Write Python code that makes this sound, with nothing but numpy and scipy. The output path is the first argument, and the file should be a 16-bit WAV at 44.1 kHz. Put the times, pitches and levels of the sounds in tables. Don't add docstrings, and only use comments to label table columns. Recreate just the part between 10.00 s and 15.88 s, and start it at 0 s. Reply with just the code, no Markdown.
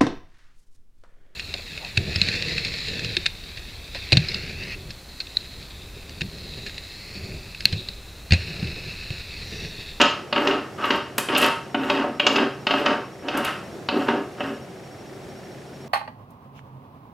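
import sys
import numpy as np
from scipy import signal
from scipy.fft import rfft, irfft
from scipy.io import wavfile
from scipy.ndimage import uniform_filter1d

SR = 44100
rng = np.random.default_rng(int(sys.argv[2]) if len(sys.argv) > 2 else 0)


def materialize(psi):
    bounded = np.clip(np.atleast_2d(psi).T, -1, 1)
    quanta = np.round(bounded * 32767).astype(np.int16)
    wavfile.write(sys.argv[1], SR, quanta)


N = 259308
TIME = np.arange(N) / SR
HZ = np.maximum(np.fft.rfftfreq(4096, 1 / SR), 1)


def undb(db):
    return 10 ** (np.asarray(db) / 20)


def unit(x):
    return x / np.sqrt(np.mean(x ** 2))


def curve(points):
    hz, db = np.transpose(points)
    return undb(np.interp(np.log(HZ), np.log(hz), db))


def tint(x, gain):
    cepstrum = irfft(np.log(gain + 1e-7))
    half = len(cepstrum) // 2
    cepstrum[1:half] *= 2
    cepstrum[half + 1:] = 0
    response = irfft(np.exp(rfft(cepstrum)))[:half]
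    return signal.fftconvolve(x, response)[:len(x)]


def even(x, bins):
    spectrum = rfft(x, 2 * len(x))
    band_power = uniform_filter1d(np.abs(spectrum) ** 2, size=bins)
    return irfft(spectrum / np.sqrt(band_power))[:len(x)]


def add(track, start_s, sound):
    start = max(int(start_s * SR), 0)
    track[start:start + len(sound)] += sound[:N - start]


def drift(per_s):
    return 1.2 * np.interp(TIME * per_s, np.arange(N // 20), rng.standard_normal(N // 20))


def rubbing(tone, per_s, spread_db):
    slips = rng.random(N) < per_s / SR
    size_db = spread_db * np.minimum(rng.exponential(size=N), 4)
    clicks = slips * rng.choice([-1, 1], N) * undb(size_db)
    return unit(tint(clicks, curve(tone)))


def bounce(fade_s):
    age = TIME[:len(HZ)] / fade_s
    return even(rng.standard_normal(len(age)) * np.sqrt(age) * np.exp(-age), bins=70)


def push(start_s, driven_s, swell_db, build_s, coast_db_per_s):
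    age = np.maximum(TIME - start_s, 0)
    build = 1 - np.exp(-(age / build_s) ** 2)
    to_go = np.maximum(1 - age / driven_s, 0)
    coasting_s = np.maximum(age - driven_s, 0)
    return build * undb(-swell_db * to_go - coast_db_per_s * coasting_s)


# f/Hz, level/dB
WOBBLE_TONE = [(100, -34), (180, -10), (245, -3), (420, -0.5), (600, -5), (800, -8.5), (1500, -24.5),
               (4000, -61)]
RASP_TONE = [(300, -18.5), (650, -4.5), (900, 0), (1400, 0), (1900, -3), (2400, -14), (3500, -25.5),
             (7000, -34.5), (14000, -51.5)]
GRIT_TONE = [(900, -28.5), (2300, -2), (2700, 7.5), (3150, 3), (3450, -5.5), (5000, -10), (5600, -12.5),
             (7200, -26.5), (8000, -45), (14000, -47)]
# t/s, push length/s, rasp level/dB, grit level/dB, swell/dB, wobble length/s, wobble level/dB
PUSHES = [(-0.05, 0.095, -19.5, -20.5, -7.5, 0.052, -16), (0.339, .2, -26, -33, -0.5, 0.2, -24.5),
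          (0.764, 0.094, -22.5, -29, 17.5, 0.16, -33.5), (0.899, 0.049, -27.5, -31.5, -1, 0.04, -26),
          (1.268, .19, -19.5, -22, 10.5, 0.17, -24.5), (1.739, 0.26, -24, -31.5, 15, .33, -25),
          (2.2, 0.21, -24.5, -30, 14, 0.24, -23.5), (2.675, 0.12, -26, -31.5, 3, 0.14, -26.5),
          (2.838, 0.086, -27, -35, -6.5, 0.11, -26.5), (3.209, 0.17, -22.5, -32, 23, .18, -27),
          (3.42, 0.075, -28.5, -34, 0, 0.057, -43), (3.883, 0.14, -31, -37, 5.5, 0.12, -23.5),
          (4.058, 0.046, -26, -33, 3.5, 0.099, -24), (4.36, 0.1, -32, -37.5, 10, 0.15, -33)]
def turning_die():
    wobble = undb(-5) * rubbing(WOBBLE_TONE, per_s=800, spread_db=1.23)
    rasp = undb(-4) * rubbing(RASP_TONE, per_s=1400, spread_db=2)
    grit = undb(-6) * rubbing(GRIT_TONE, per_s=900, spread_db=2)
    out = np.zeros(N)
    for t, driven_s, rasp_db, grit_db, swell_db, wobble_s, wobble_db in PUSHES:
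        out += rasp * undb(rasp_db) * push(t, driven_s, swell_db, build_s=0.02, coast_db_per_s=214)
        out += grit * undb(grit_db) * push(t, driven_s, swell_db, build_s=0.02, coast_db_per_s=205)
        rocking = push(t, wobble_s, 0.39 * swell_db, build_s=0.032, coast_db_per_s=258)
        out += wobble * undb(wobble_db) * rocking
    judder = undb(drift(per_s=90))
    return out * judder


# f/Hz, width/Hz, level/dB
PRESS_NOTES = [(234.3, 24, 5), (275.6, 9.4, 9), (305.7, 7, 3.5), (394.8, 8.1, 8.5), (583, 21.4, 7.5),
               (729.4, 17.4, 1.5), (919.6, 6.7, 4), (1088, 11, 2.5), (1144.5, 14.6, -2.5), (1274, 23, 4),
               (1446, 18, -7), (1562, 27, -7), (2642, 70, 1), (2832, 61, 1), (3146, 69, -9),
               (3634, 200, -3), (4985, 42, 5.5)]
def press(force):
    t = TIME[:SR // 3]
    ring = np.zeros(len(t))
    for hz, width_hz, db in PRESS_NOTES:
        strength = undb(db) * 2 * np.pi * width_hz / SR
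        ring += strength * np.exp(-np.pi * width_hz * t) * np.cos(2 * np.pi * hz * t)
    return force + signal.fftconvolve(force, ring)[:N]


# f/Hz, level/dB
AIR_TONE = [(25, -54), (48, -19.5), (105, -6.5), (215, -4.5), (260, -8.5), (370, -4), (450, -9), (730, -10),
            (950, -18.5), (1600, -23), (3500, -29), (6000, -32.5), (12000, -41), (15500, -50)]
AIR_SPREAD = [(30, -19), (120, -15.5), (600, -11.5), (2000, -5), (6000, -8), (14000, -18)]
# f/Hz, level/dB
HUM_NOTES = [(134.6, -49.5), (382.2, -52)]
def ventilation():
    middle, side = (unit(tint(rng.standard_normal(N), curve(AIR_TONE))) for _ in range(2))
    side = tint(side, curve(AIR_SPREAD))
    air = (middle + np.array([side, -side])) * undb(-40 + 0.78 * drift(per_s=4))
    for hz, db in HUM_NOTES:
        note = np.sqrt(2) * np.sin(2 * np.pi * hz * TIME + 0.8 * drift(per_s=9))
        air += undb(db) * note * (1 + 0.27 * drift(per_s=9.1))
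    return air


FAN_TURNS_PER_S = 26.77
def fan(centre_hz):
    band = 1 / (1 + (2 * np.log2(HZ / centre_hz)) ** 4)
    swish = unit(tint(rng.standard_normal(N), band))
    once_a_turn = np.sin(np.pi * FAN_TURNS_PER_S * TIME) ** 8
    return swish * once_a_turn


def whine(pitch_hz, throb_hz):
    stutter = 0.5 + 0.5 * np.tanh(2 * np.cos(np.pi * FAN_TURNS_PER_S * TIME) + 0.5)
    throb = 1 - 0.5 / (1 + np.exp(10 * (np.cos(2 * np.pi * throb_hz * TIME) + 0.5)))
    return stutter * throb * np.sqrt(2) * np.sin(2 * np.pi * pitch_hz * TIME)


# f/Hz, level/dB
KNOCK_TONE = [(40, -29), (150, -11), (230, -6), (600, -1.5), (1400, -1.5), (2300, -3.5), (2700, 2.5),
              (3150, 1.5), (3450, -7.5), (4700, -8.5), (5600, -13), (7200, -13.5), (7800, -26.5),
              (14000, -27.5)]
# t/s, level/dB, contact time/ms, extra thud/dB
DIE_KNOCKS = [(0.013, -9.5, 0.11, -3), (0.326, -20, 0.22, 5), (0.3609, -20, 0.25, 5.5),
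              (0.378, -21.5, 0.33, 6), (0.472, -17, 0.17, -0.5), (0.51, -23, 0.24, 3),
              (0.84, -23.5, 0.24, 1), (0.9049, -17, 0.18, 6.5), (1.182, -20.5, 0.063, 4),
              (1.286, -22, 0.27, 2), (1.3497, -17, 0.19, -9), (1.362, -15.5, 0.24, -6),
              (1.424, -15.5, 0.22, -4), (1.442, -20, 0.082, -1), (1.7448, -22.5, 0.27, 8.5),
              (1.834, -29.5, 0.26, 4.5), (1.8979, -16.5, 0.2, 3.5), (2.197, -10.5, 0.3, -7.5),
              (2.266, -10, 0.13, -1.5), (2.358, -17.5, 0.17, 1.5), (2.382, -21, 0.29, 7.5),
              (2.668, -16, 0.21, 0.5), (2.708, -17, 0.21, 2.5), (2.737, -26, 0.21, 13.5),
              (2.86, -17.5, 0.17, 4.5), (3.283, -23, 0.18, 0.5), (3.451, -23.5, 0.21, -8),
              (3.887, -21, 0.21, 5), (4.084, -24, 0.24, 12), (4.4052, -25.5, 0.32, 5)]
def knocks(thud_below_hz):
    out = np.zeros(N)
    for t, db, contact_ms, thud_db in DIE_KNOCKS:
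        softness = 1 / np.sqrt(1 + (HZ * contact_ms / 1000) ** 14)
        softness += undb(-17)
        thud = undb(thud_db / (1 + (HZ / thud_below_hz) ** 6))
        blow = tint(bounce(fade_s=0.0038), curve(KNOCK_TONE) * softness * thud)
        add(out, t, undb(db) * blow)
    return out


# t/s, level/dB
RING_CLINKS = [(0.327, -24), (2.197, -29), (2.668, -23), (3.886, -22.5)]
def clinks(pitch_hz, half_width_hz):
    out = np.zeros(N)
    band = 1 / (1 + ((HZ - pitch_hz) / half_width_hz) ** 4)
    for t, db in RING_CLINKS:
        add(out, t, undb(db) * tint(bounce(fade_s=0.002), band))
    return out


# f/Hz, level/dB
SKIN_TONE = [(3000, -27), (7000, 5), (11800, -8), (12700, 6), (14000, -35)]
# t/s, level/dB
FINGER_SLIDES = [(.44, -55), (.88, -57), (1.89, -55.5), (2.34, -57), (2.77, -56), (4.02, -57.5),
                 (4.48, -61)]
def slides(swell_s):
    swell = sum(undb(db) * np.exp(-((TIME - t) / swell_s) ** 2) for t, db in FINGER_SLIDES)
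    return swell * rubbing(SKIN_TONE, per_s=1900, spread_db=4.5)


# t/s, length/s, f/Hz, level/dB
DRY_SQUEAKS = [(0.781, 0.019, 1208, -33), (0.825, 0.014, 1270, -26), (0.84, .016, 1208, -25)]
def squeaks():
    out = np.zeros(N)
    waver = 0.9 * drift(per_s=250)
    for t, length_s, hz, db in DRY_SQUEAKS:
        progress = np.clip((TIME - t) / length_s, 0, 1)
        burst = np.sqrt(np.sin(np.pi * progress).clip(0))
        out += undb(db) * burst * np.sin(2 * np.pi * hz * TIME + waver)
    return out


# f/Hz, level/dB
TICK_TONE = [(40, -59), (300, -31), (1300, 4.5), (3500, -8), (5500, -8.5), (9500, -3.5), (11600, -9),
             (12700, 1.5), (14000, -24), (15700, -17)]
# t/s, level/dB
NAIL_TICKS = [(0.854, -32), (0.9602, -35), (1.1807, -7), (1.3743, -18), (1.38, -10.5), (1.415, -16),
              (1.425, -21), (1.438, -24), (1.461, -19.5), (3.373, -20), (3.4474, -18)]
def ticks():
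    out = np.zeros(N)
    for t, db in NAIL_TICKS:
        add(out, t, undb(db) * tint(bounce(fade_s=0.0021), curve(TICK_TONE)))
    return out


# f/Hz, time to fade by 60 dB/s
ECHO_FADES = [(200, 0.18), (1000, 0.44), (3000, 0.39), (7000, 0.4), (14000, 0.08)]
def echo_tail(onset_s):
    t = TIME[:SR // 2]
    spectrum = rfft(rng.standard_normal(len(t)))
    hz = np.maximum(np.fft.rfftfreq(len(t), 1 / SR), 1)
    centres, fades = np.transpose(ECHO_FADES)
    tail = np.zeros(len(t))
    for this_band, fade_s in zip(np.eye(len(centres)), fades):
        band = np.interp(np.log(hz), np.log(centres), this_band)
        tail += irfft(spectrum * band, len(t)) * undb(-60 * t / fade_s)
    return even(tail, bins=25) * (1 - np.exp(-(t / onset_s) ** 2))


# f/Hz, level/dB
ECHO_SPREAD = [(200, -42), (1000, -22.5), (2800, -16.5), (5000, -13.5), (13000, -15)]
def workshop(x, echo_db, width_db):
    middle, side = (signal.fftconvolve(x, echo_tail(onset_s=0.0011))[:N] for _ in range(2))
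    side = tint(side, curve(ECHO_SPREAD) * undb(width_db))
    return x + undb(echo_db) * (middle + np.array([side, -side]))


def scene():
    force = undb(30.5) * knocks(thud_below_hz=1830)
    force += undb(32) * clinks(pitch_hz=4330, half_width_hz=480)
    force += turning_die() + undb(-0.5) * squeaks()
    fingers = undb(18.5) * ticks() + slides(swell_s=0.076)
    background = ventilation() + undb(-50.5) * fan(centre_hz=1750)
    background += undb(-57) * whine(pitch_hz=5556, throb_hz=2.225)
    metal = workshop(press(force), echo_db=-2.5, width_db=0)
    return metal + workshop(fingers, echo_db=-0.5, width_db=-1) + background


def record(dry):
    return signal.sosfilt(signal.ellip(8, 0.2, 70, 15800, fs=SR, output="sos"), dry)


dry = scene()
out = record(dry)
materialize(out)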